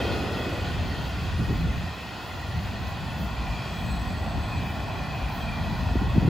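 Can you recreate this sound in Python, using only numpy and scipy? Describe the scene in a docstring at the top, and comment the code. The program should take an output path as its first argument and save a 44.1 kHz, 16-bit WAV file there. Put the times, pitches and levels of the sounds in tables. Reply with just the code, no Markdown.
"""The rumble of a freight train's last car fades as it rolls away from a crossing on a breezy day.
Rough treads keep rails and wheels ringing; further down the line, rubbing flanges squeal thinly
over a distant roar. Wind eddies buffet the microphone, and insects rasp very high in the brush."""
import sys
import numpy as np
from scipy import signal
from scipy.fft import rfft, irfft, next_fast_len
from scipy.io import wavfile
from scipy.ndimage import uniform_filter1d

SR = 44100
rng = np.random.default_rng(int(sys.argv[2]) if len(sys.argv) > 2 else 0)


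def persist_wave(psi):
    """Save psi, clipped to +-1, as 16-bit WAV."""
    counts = np.round(np.clip(psi, -1, 1) * 32767).astype(np.int16)
    wavfile.write(sys.argv[1], SR, np.atleast_2d(counts).T)


N = 277379
TIME = np.arange(N) / SR

# flange leaning on the rail: peak_s, length_s, squeal_db, tilt_db_per_octave, scrape_db
RUBS = [(3.583, 0.74, -53.5, -6, -47.5), (5.1, 1.8, -57, -3, -75), (5.74, 1.06, -61, 2, -54)]


def rolling():
    """The near bogies rumble away; the roar of the cars down the line dips, then grows."""
    # envelopes: time_s, level_db
    bogie_levels = [(0, -28), (.25, -32.5), (.5, -32), (.8, -39), (1.2, -43), (2, -47), (3, -47),
                    (6.3, -55)]
    roar_levels = [(0, -37.5), (2, -41), (2.8, -39), (3.8, -37.5), (4.8, -35), (6.3, -36)]
    # spectra: freq_hz, density_db
    bogie_colour = [(50, -12), (90, 4.5), (160, -5), (280, 3.5), (420, 0.5), (620, -3), (850, -11),
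                    (1300, -18.5), (2500, -38), (8000, -70)]
    roar_colour = [(60, -3.5), (200, 1.5), (380, -7.5), (520, -9.5), (700, 1.5), (900, -3), (1070, -2.5),
                   (1220, -14.5), (1600, -14.5), (2300, -23.5), (4000, -59), (9000, -67)]
    bogies = noise(colour(bogie_colour), patchy_db=0.5) * amp(curve(bogie_levels))
    roar = noise(colour(roar_colour), patchy_db=1.5) * amp(curve(roar_levels))
    return bogies + roar * amp([[-.4], [.4]])


def rails():
    """Rough treads drive the broad resonances of the steel and hiss; leaning flanges scrape."""
    # rail resonances: centre_hz, width_hz, level_db
    modes = [(1423, 79, 0), (1916, 136, -0.5), (2547, 188, -2), (3120, 430, -10.5)]
    # hiss spectrum: freq_hz, density_db
    tread_colour = [(600, -8.5), (1200, 4.5), (2200, -10), (2900, -3), (3400, 2.5), (3650, -3), (4100, 0.5),
                    (4550, -1), (5000, -4.5), (5700, -9.5), (7000, -13), (8300, -19.5), (16000, -36)]

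    def resonances_db(hz):
        power = sum(amp(db) ** 2 / (1 + ((hz - centre_hz) / width_hz) ** 2) ** 2
                    for centre_hz, width_hz, db in modes)
        return 10 * np.log10(power)

    ring = steadied(noise(resonances_db, patchy_db=3.5, size=2048), size=6000)
    ring *= receding(far_db=-44, near_db=-39.5, fade_db_per_s=6.5)
    hiss = steadied(noise(colour(tread_colour), patchy_db=3, size=2048), size=6000)
    treads = receding(far_db=-46, near_db=-41 + wheel_turn_db(), fade_db_per_s=5)
    scrape = sum(amp(db) * swell(peak_s, length_s) for peak_s, length_s, _, _, db in RUBS)
    return ring + hiss * np.hypot(treads, scrape) * amp([[.6], [-.6]])


def wheels(far_rise_db_per_s=1.5):
    """The last wheels ring clearly and sink away; the modes of those further on come and go."""
    # wheel modes: pitch_hz, level_db
    near_modes = [(1455, -43), (1782, -60), (1879, -54), (2385, -74), (2500, -52), (2552, -51.5),
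                  (3160, -47.5), (3316, -55), (3445, -52), (3693, -54.5), (4226, -59), (4430, -58)]
    far_modes = [(1435, -59), (1782, -55.5), (1875, -55), (1935, -60), (2548, -56), (3265, -65),
                 (3330, -60), (3400, -60), (3512, -67), (3946, -65), (4500, -61.5)]
    # fade of the last wheels: time_s, gain_db
    near_fade = [(0, 4), (.3, -8), (.6, -3.5), (1.2, -7), (2, -12), (3, -16), (6.3, -35)]
    near = sum(amp(db - 3) * sing(hz, wander_hz=8, flutter_db=3.5) for hz, db in near_modes)
    near *= amp(curve(near_fade) + wheel_turn_db())
    far = sum(amp(db) * catching() * sing(hz, wander_hz=10, flutter_db=3) for hz, db in far_modes)
    far *= amp(far_rise_db_per_s * (TIME - TIME[-1]))
    return place(near + far, pan=.036)


def wheel_turn_db(turn_s=.295, peak_s=.11, depth_db=1):
    """Level swing, once per turn of the nearest wheels."""
    return depth_db * np.cos(2 * np.pi * (TIME - peak_s) / turn_s)


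def flanges():
    """Flanges rub the rail: brief single-mode squeals and higher, flickering whistles."""
    # friction tones: peak_s, length_s, pitch_hz, level_db
    squeal_events = [(.06, .26, 2560, -43.5), (.09, .2, 3160, -46.5), (.06, .3, 1462, -48),
                     (.15, .18, 4224, -53), (.42, .16, 3310, -50.5), (.52, .2, 2530, -50.5),
                     (3.45, .2, 2438, -50), (3.55, .26, 2378, -51), (3.57, .1, 3325, -48.5),
                     (3.62, .26, 3198, -55), (3.63, .22, 4603, -56.5), (3.71, .33, 4005, -59),
                     (3.78, .16, 3392, -52.5), (3.89, .22, 2438, -50), (3.93, .2, 4140, -52),
                     (4.12, .18, 2438, -53.5), (4.53, .14, 2490, -48.5), (4.61, .17, 2378, -48),
                     (4.67, .12, 2550, -49), (4.77, .12, 2378, -51), (5, .14, 2438, -50),
                     (5.13, .22, 2550, -49.5), (5.48, .2, 2444, -51), (5.55, .18, 2378, -48.5)]
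    whistle_events = [(3.92, 1, 7903, -62), (3.91, .22, 7903, -55.5), (4.02, .07, 7903, -58),
                      (4.4, .8, 7903, -61.5), (4.9, .5, 7903, -68), (5.44, .17, 7903, -62.5),
                      (5.85, .25, 7903, -67), (5.01, .08, 6150, -64), (5.44, .13, 6150, -66),
                      (5.55, 1.5, 6150, -68), (5.81, .05, 6165, -58.5), (5.865, .07, 6165, -63)]
    squeals = sum(amp(db) * swell(peak_s, length_s) * sing(hz, wander_hz=5, flutter_db=3)
                  for peak_s, length_s, hz, db in squeal_events)
    whistles = sum(amp(db) * swell(peak_s, length_s) * whistle(hz)
                   for peak_s, length_s, hz, db in whistle_events)
    return place(squeals + rubbing(), pan=.026) + whistles


def rubbing():
    """While a flange leans on the rail, its modes catch and let go at random."""
    # rubbed modes: pitch_hz, gain_db
    modes = [(2378, 4.5), (2438, 1.5), (2470, -11), (2505, -2.5), (2550, -1), (3198, -1), (3328, -12),
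             (3392, -5), (4005, -3), (4140, -8), (4603, -13), (5330, -10)]
    out = np.zeros(N)
    for hz, gain_db in modes:
        octaves = np.log2(hz / modes[0][0])
        drive = sum(amp(db + tilt * octaves) * swell(peak_s, length_s)
                    for peak_s, length_s, db, tilt, _ in RUBS)
        out += amp(gain_db) * drive * catching() * sing(hz, wander_hz=.0035 * hz, flutter_db=4.5)
    return out


def whistle(hz, width_hz=70):
    """Stick and slip smear a high mode into a narrow rasp around a thin core."""
    phase = 2 * np.pi * hz * TIME
    rasp = unit(drift(width_hz) * np.cos(phase) + drift(width_hz) * np.sin(phase))
    return unit(rasp + .85 * sing(hz, wander_hz=16, flutter_db=2))


def sing(hz, wander_hz, flutter_db):
    """One steel mode kept ringing by friction, unsteady in pitch and level."""
    cycles = np.cumsum(hz + wander_hz * drift(39.8)) / SR
    return unit(np.sin(2 * np.pi * cycles) * amp(flutter_db * drift(30)))


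def catching(rate_hz=4.7, depth_db=2):
    """Gain of a mode that friction catches and lets go at random."""
    return unit(amp(depth_db * np.tanh(drift(rate_hz))))


def wind(chop_hz=16, chop_db=1.6):
    """Turbulence at the microphone: deep sway, low rumble, and small eddies in the gusts."""
    # spectra: freq_hz, density_db
    deep_colour = [(20, -22), (38, -1.5), (50, 6.5), (65, -1.5), (100, -30), (400, -80)]
    rumble_colour = [(20, -39), (45, -18), (65, 1.5), (95, 1.5), (130, -4.5), (190, -7), (270, -16.5),
                     (400, -40.5), (800, -48), (3000, -100)]
    eddy_colour = [(60, -26), (130, 3), (200, -3.5), (290, -8), (400, -14.5), (550, -23), (1000, -65),
                   (3000, -100)]
    # envelopes: time_s, level_db
    deep_levels = [(0, -53), (.5, -43), (.8, -35), (1, -47), (1.45, -32), (1.68, -28), (1.95, -61),
                   (2.3, -52), (2.6, -41), (3.1, -51), (3.47, -30.5), (3.65, -44), (3.9, -34.5),
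                   (4.55, -36.5), (4.75, -46), (5.1, -44), (5.55, -37), (6.29, -29)]
    rumble_levels = [(0, -31), (.45, -33.5), (.8, -31), (1.3, -30.5), (1.4, -28.5), (1.68, -27.5),
                     (1.75, -31), (1.88, -30.5), (1.95, -41), (2.2, -43.5), (2.5, -32), (3.7, -34),
                     (3.9, -32), (4.3, -30.5), (4.8, -33), (5.4, -34), (5.8, -28), (5.95, -25.5),
                     (6.1, -25), (6.29, -27.5)]
    # gusts that break into small eddies: peak_s, length_s, level_db
    gusts = [(1.412, 0.081, -23.5), (1.51, 0.12, -26), (1.643, 0.18, -32), (4.85, 1.25, -42),
             (6.037, 0.092, -29.5), (6.174, 0.055, -21.5), (6.239, 0.09, -22), (6.285, 0.026, -20)]
    # puffs that lift the rumble: peak_s, length_s, lift_db
    puffs = [(.837, .14, 1.5), (1.24, .07, 4.5), (1.79, .053, 4.5), (2.57, .07, 4), (3.24, .13, 5.5),
             (3.88, .16, 4), (4.388, .05, 6), (4.572, .05, 5), (5.6, .06, 5)]
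    deep = steadied(noise(colour(deep_colour), patchy_db=1.5, size=4096), size=6000)
    deep *= amp(curve(deep_levels))
    lift_db = sum(db * swell(peak_s, length_s) for peak_s, length_s, db in puffs)
    rumble = steadied(noise(colour(rumble_colour), patchy_db=1.5, size=4096), size=3000)
    rumble *= amp(curve(rumble_levels) + lift_db)
    eddies = steadied(noise(colour(eddy_colour), patchy_db=0.5, size=2048), size=1500)
    eddies *= sum(amp(db) * swell(peak_s, length_s) for peak_s, length_s, db in gusts)
    stutter = amp(chop_db * np.tanh(drift(chop_hz)))
    return deep + (rumble + eddies) * stutter


def buffets():
    """Single eddies thump the microphone, each a pressure swing that slows as it dies."""
    # thumps: start_s, peak_db, first_hz, last_hz, decay_s
    thumps = [(.785, -23, 85, 82, 0.064), (1.345, -18, 80, 74.4, 0.029), (1.507, -21, 383, 150, 0.006),
              (1.607, -20, 68, 62, 0.03), (1.671, -21, 76, 70, .03), (2.56, -24, 85, 78, .03),
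              (5.21, -23, 60.7, 54, 0.065), (5.955, -17, 410, 109, 0.0053), (5.965, -16, 118, 99, 0.013),
              (6.016, -21.5, 280, 150, 0.015), (6.168, -20, 180, 150, 0.0073),
              (6.175, -23, 380, 200, 0.0035), (6.18, -5.5, 170, 105, 0.0083),
              (6.251, -17.5, 130, 90, 0.014)]
    out = np.zeros(N)
    for start_s, peak_db, first_hz, last_hz, decay_s in thumps:
        age_s = np.maximum(TIME - start_s, 0)
        hz = last_hz + (first_hz - last_hz) * np.exp(-age_s / decay_s)
        cycles = np.cumsum(hz * (age_s > 0)) / SR
        out += amp(peak_db) * np.sin(2 * np.pi * cycles) * np.exp(-(age_s / decay_s) ** 4)
    return place(out, pan=.1)


def insects(chorus_db=-64, sway_hz=5, sway_db=3):
    """High rasps swell and fade in the brush, a few standing out of the chorus."""
    # loudest rasps: peak_s, length_s, level_db
    rasps = [(1.06, .16, -59), (1.56, .18, -59), (2.27, .2, -58.5), (2.62, .25, -59.5), (2.89, .1, -57),
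             (3.225, .15, -52), (3.88, .45, -59), (4.69, .2, -55.5), (5.362, .21, -52.5)]
    # rasp spectrum: freq_hz, density_db
    rasp_colour = [(7000, -40), (10500, -8), (12500, -2), (14000, -1.5), (15300, 1), (16000, -5)]
    chorus = amp(chorus_db + sway_db * np.tanh(drift(sway_hz)))
    bursts = sum(amp(db) * swell(peak_s, length_s) for peak_s, length_s, db in rasps)
    return noise(colour(rasp_colour), patchy_db=-0.5, size=2048) * np.hypot(chorus, bursts)


def air():
    """Fine hiss that thins as the train leaves."""
    # hiss spectrum: freq_hz, density_db
    hiss_colour = [(3000, -20), (7000, 0), (15700, -.5)]
    hiss = noise(colour(hiss_colour), patchy_db=7)
    return hiss * receding(far_db=-57.5, near_db=-52.5, fade_db_per_s=8.5)


def receding(far_db, near_db, fade_db_per_s):
    """Gain of a steady far source plus a near one that is leaving."""
    return np.hypot(amp(far_db), amp(near_db - fade_db_per_s * TIME))


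def noise(colour_db, patchy_db, size=1024):
    """Stereo noise of rms 1 with spectrum colour_db(hz) and random patches of level."""
    # left-right likeness: freq_hz, correlation
    likeness = [(50, .9), (300, .87), (700, .88), (1400, .85), (3000, .84), (4600, .88), (5400, .52),
                (6000, .55), (6500, .93), (16000, .93)]
    hop = size // 4
    hz = np.fft.rfftfreq(size, 1 / SR)
    mid_re, mid_im, side_re, side_im, patches = rng.standard_normal((5, N // hop + 5, len(hz)))
    patches = uniform_filter1d(patches, size=14, axis=0)  # across frames
    patches = uniform_filter1d(patches, size=3, axis=1)  # across bins
    patches = unit(np.tanh(unit(patches)))
    correlation = np.clip(colour(likeness)(hz), 0, 1)
    mid = np.sqrt(1 + correlation) * (mid_re + 1j * mid_im)
    side = np.sqrt(1 - correlation) * (side_re + 1j * side_im)
    spectra = np.array([mid + side, mid - side]) * amp(colour_db(hz) + patchy_db * patches)
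    _, stereo = signal.istft(spectra.transpose(0, 2, 1), nperseg=size, noverlap=size - hop)
    return unit(stereo[:, :N])


def drift(rate_hz):
    """Random wander of rms 1, low-passed at rate_hz."""
    size, control_hz = 8192, 1000
    hz = np.fft.rfftfreq(size, 1 / control_hz)
    slow = irfft(rfft(rng.standard_normal(size)) / (1 + (hz / rate_hz) ** 4))
    return unit(np.interp(TIME, np.arange(size) / control_hz, slow))


def steadied(x, size):
    """Evens out the level of a noise over size samples."""
    return x / np.sqrt(uniform_filter1d((x ** 2).mean(0), size=size) + 1e-12)


def colour(points):
    """Function of frequency joining (freq_hz, value) points on a log axis."""
    freq_hz, value = np.transpose(points)
    return lambda hz: np.interp(np.log(hz + 1), np.log(freq_hz + 1), value)


def curve(points):
    """Joins (time_s, value) points at every sample."""
    return np.interp(TIME, *np.transpose(points))


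def swell(peak_s, length_s):
    """Half-cosine rise and fall."""
    return np.cos(np.pi * np.clip((TIME - peak_s) / length_s, -.5, .5))


def place(x, pan):
    """Pans left (+) or right (-)."""
    return np.array([x * (1 + pan), x * (1 - pan)])


def amp(db):
    """Decibels to gain."""
    return 10 ** (np.asarray(db) / 20)


def unit(x):
    """Scales to rms 1."""
    return x / np.sqrt(np.mean(x ** 2) + 1e-20)


def scene():
    """Train, wind and insects in the open air."""
    return rolling() + rails() + wheels() + flanges() + wind() + buffets() + insects() + air()


def record(dry, low_cut_hz=42.4, high_cut_hz=15800, fade_s=.003):
    """Band-limits; the treble swings in and out of phase between left and right, widening the hiss."""
    # phase between the channels: freq_hz, left_lead_rad
    stereo_phase = [(0, 0), (1500, 0), (3200, .42), (4000, .1), (5000, .05), (5700, -.4), (6500, 0),
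                    (7400, 0), (8700, -2.9), (9500, -3.4), (10600, -6.1), (11600, -6.5), (12700, -9.2),
                    (13600, -9.7), (14900, -12.5), (16000, -12.6)]
    margin = 4096  # keeps the ends smooth
    tail = next_fast_len(N + 2 * margin) - N - margin
    left, right = np.pad(dry, [(0, 0), (margin, tail)], "reflect")
    lead_rad = np.interp(np.fft.rfftfreq(len(right), 1 / SR), *np.transpose(stereo_phase))
    right = irfft(rfft(right) * np.exp(-1j * lead_rad), len(right))
    low_cut = signal.butter(5, low_cut_hz, "high", fs=SR, output="sos")
    high_cut = signal.firwin(511, high_cut_hz, window=("kaiser", 9), fs=SR)
    thinned = signal.sosfilt(low_cut, np.array([left, right]))
    limited = signal.oaconvolve(thinned, high_cut[None], "same")
    end_fades = np.minimum(np.minimum(TIME, TIME[::-1]) / fade_s, 1)
    return limited[:, margin:margin + N] * end_fades


dry = scene()
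out = record(dry)
persist_wave(out)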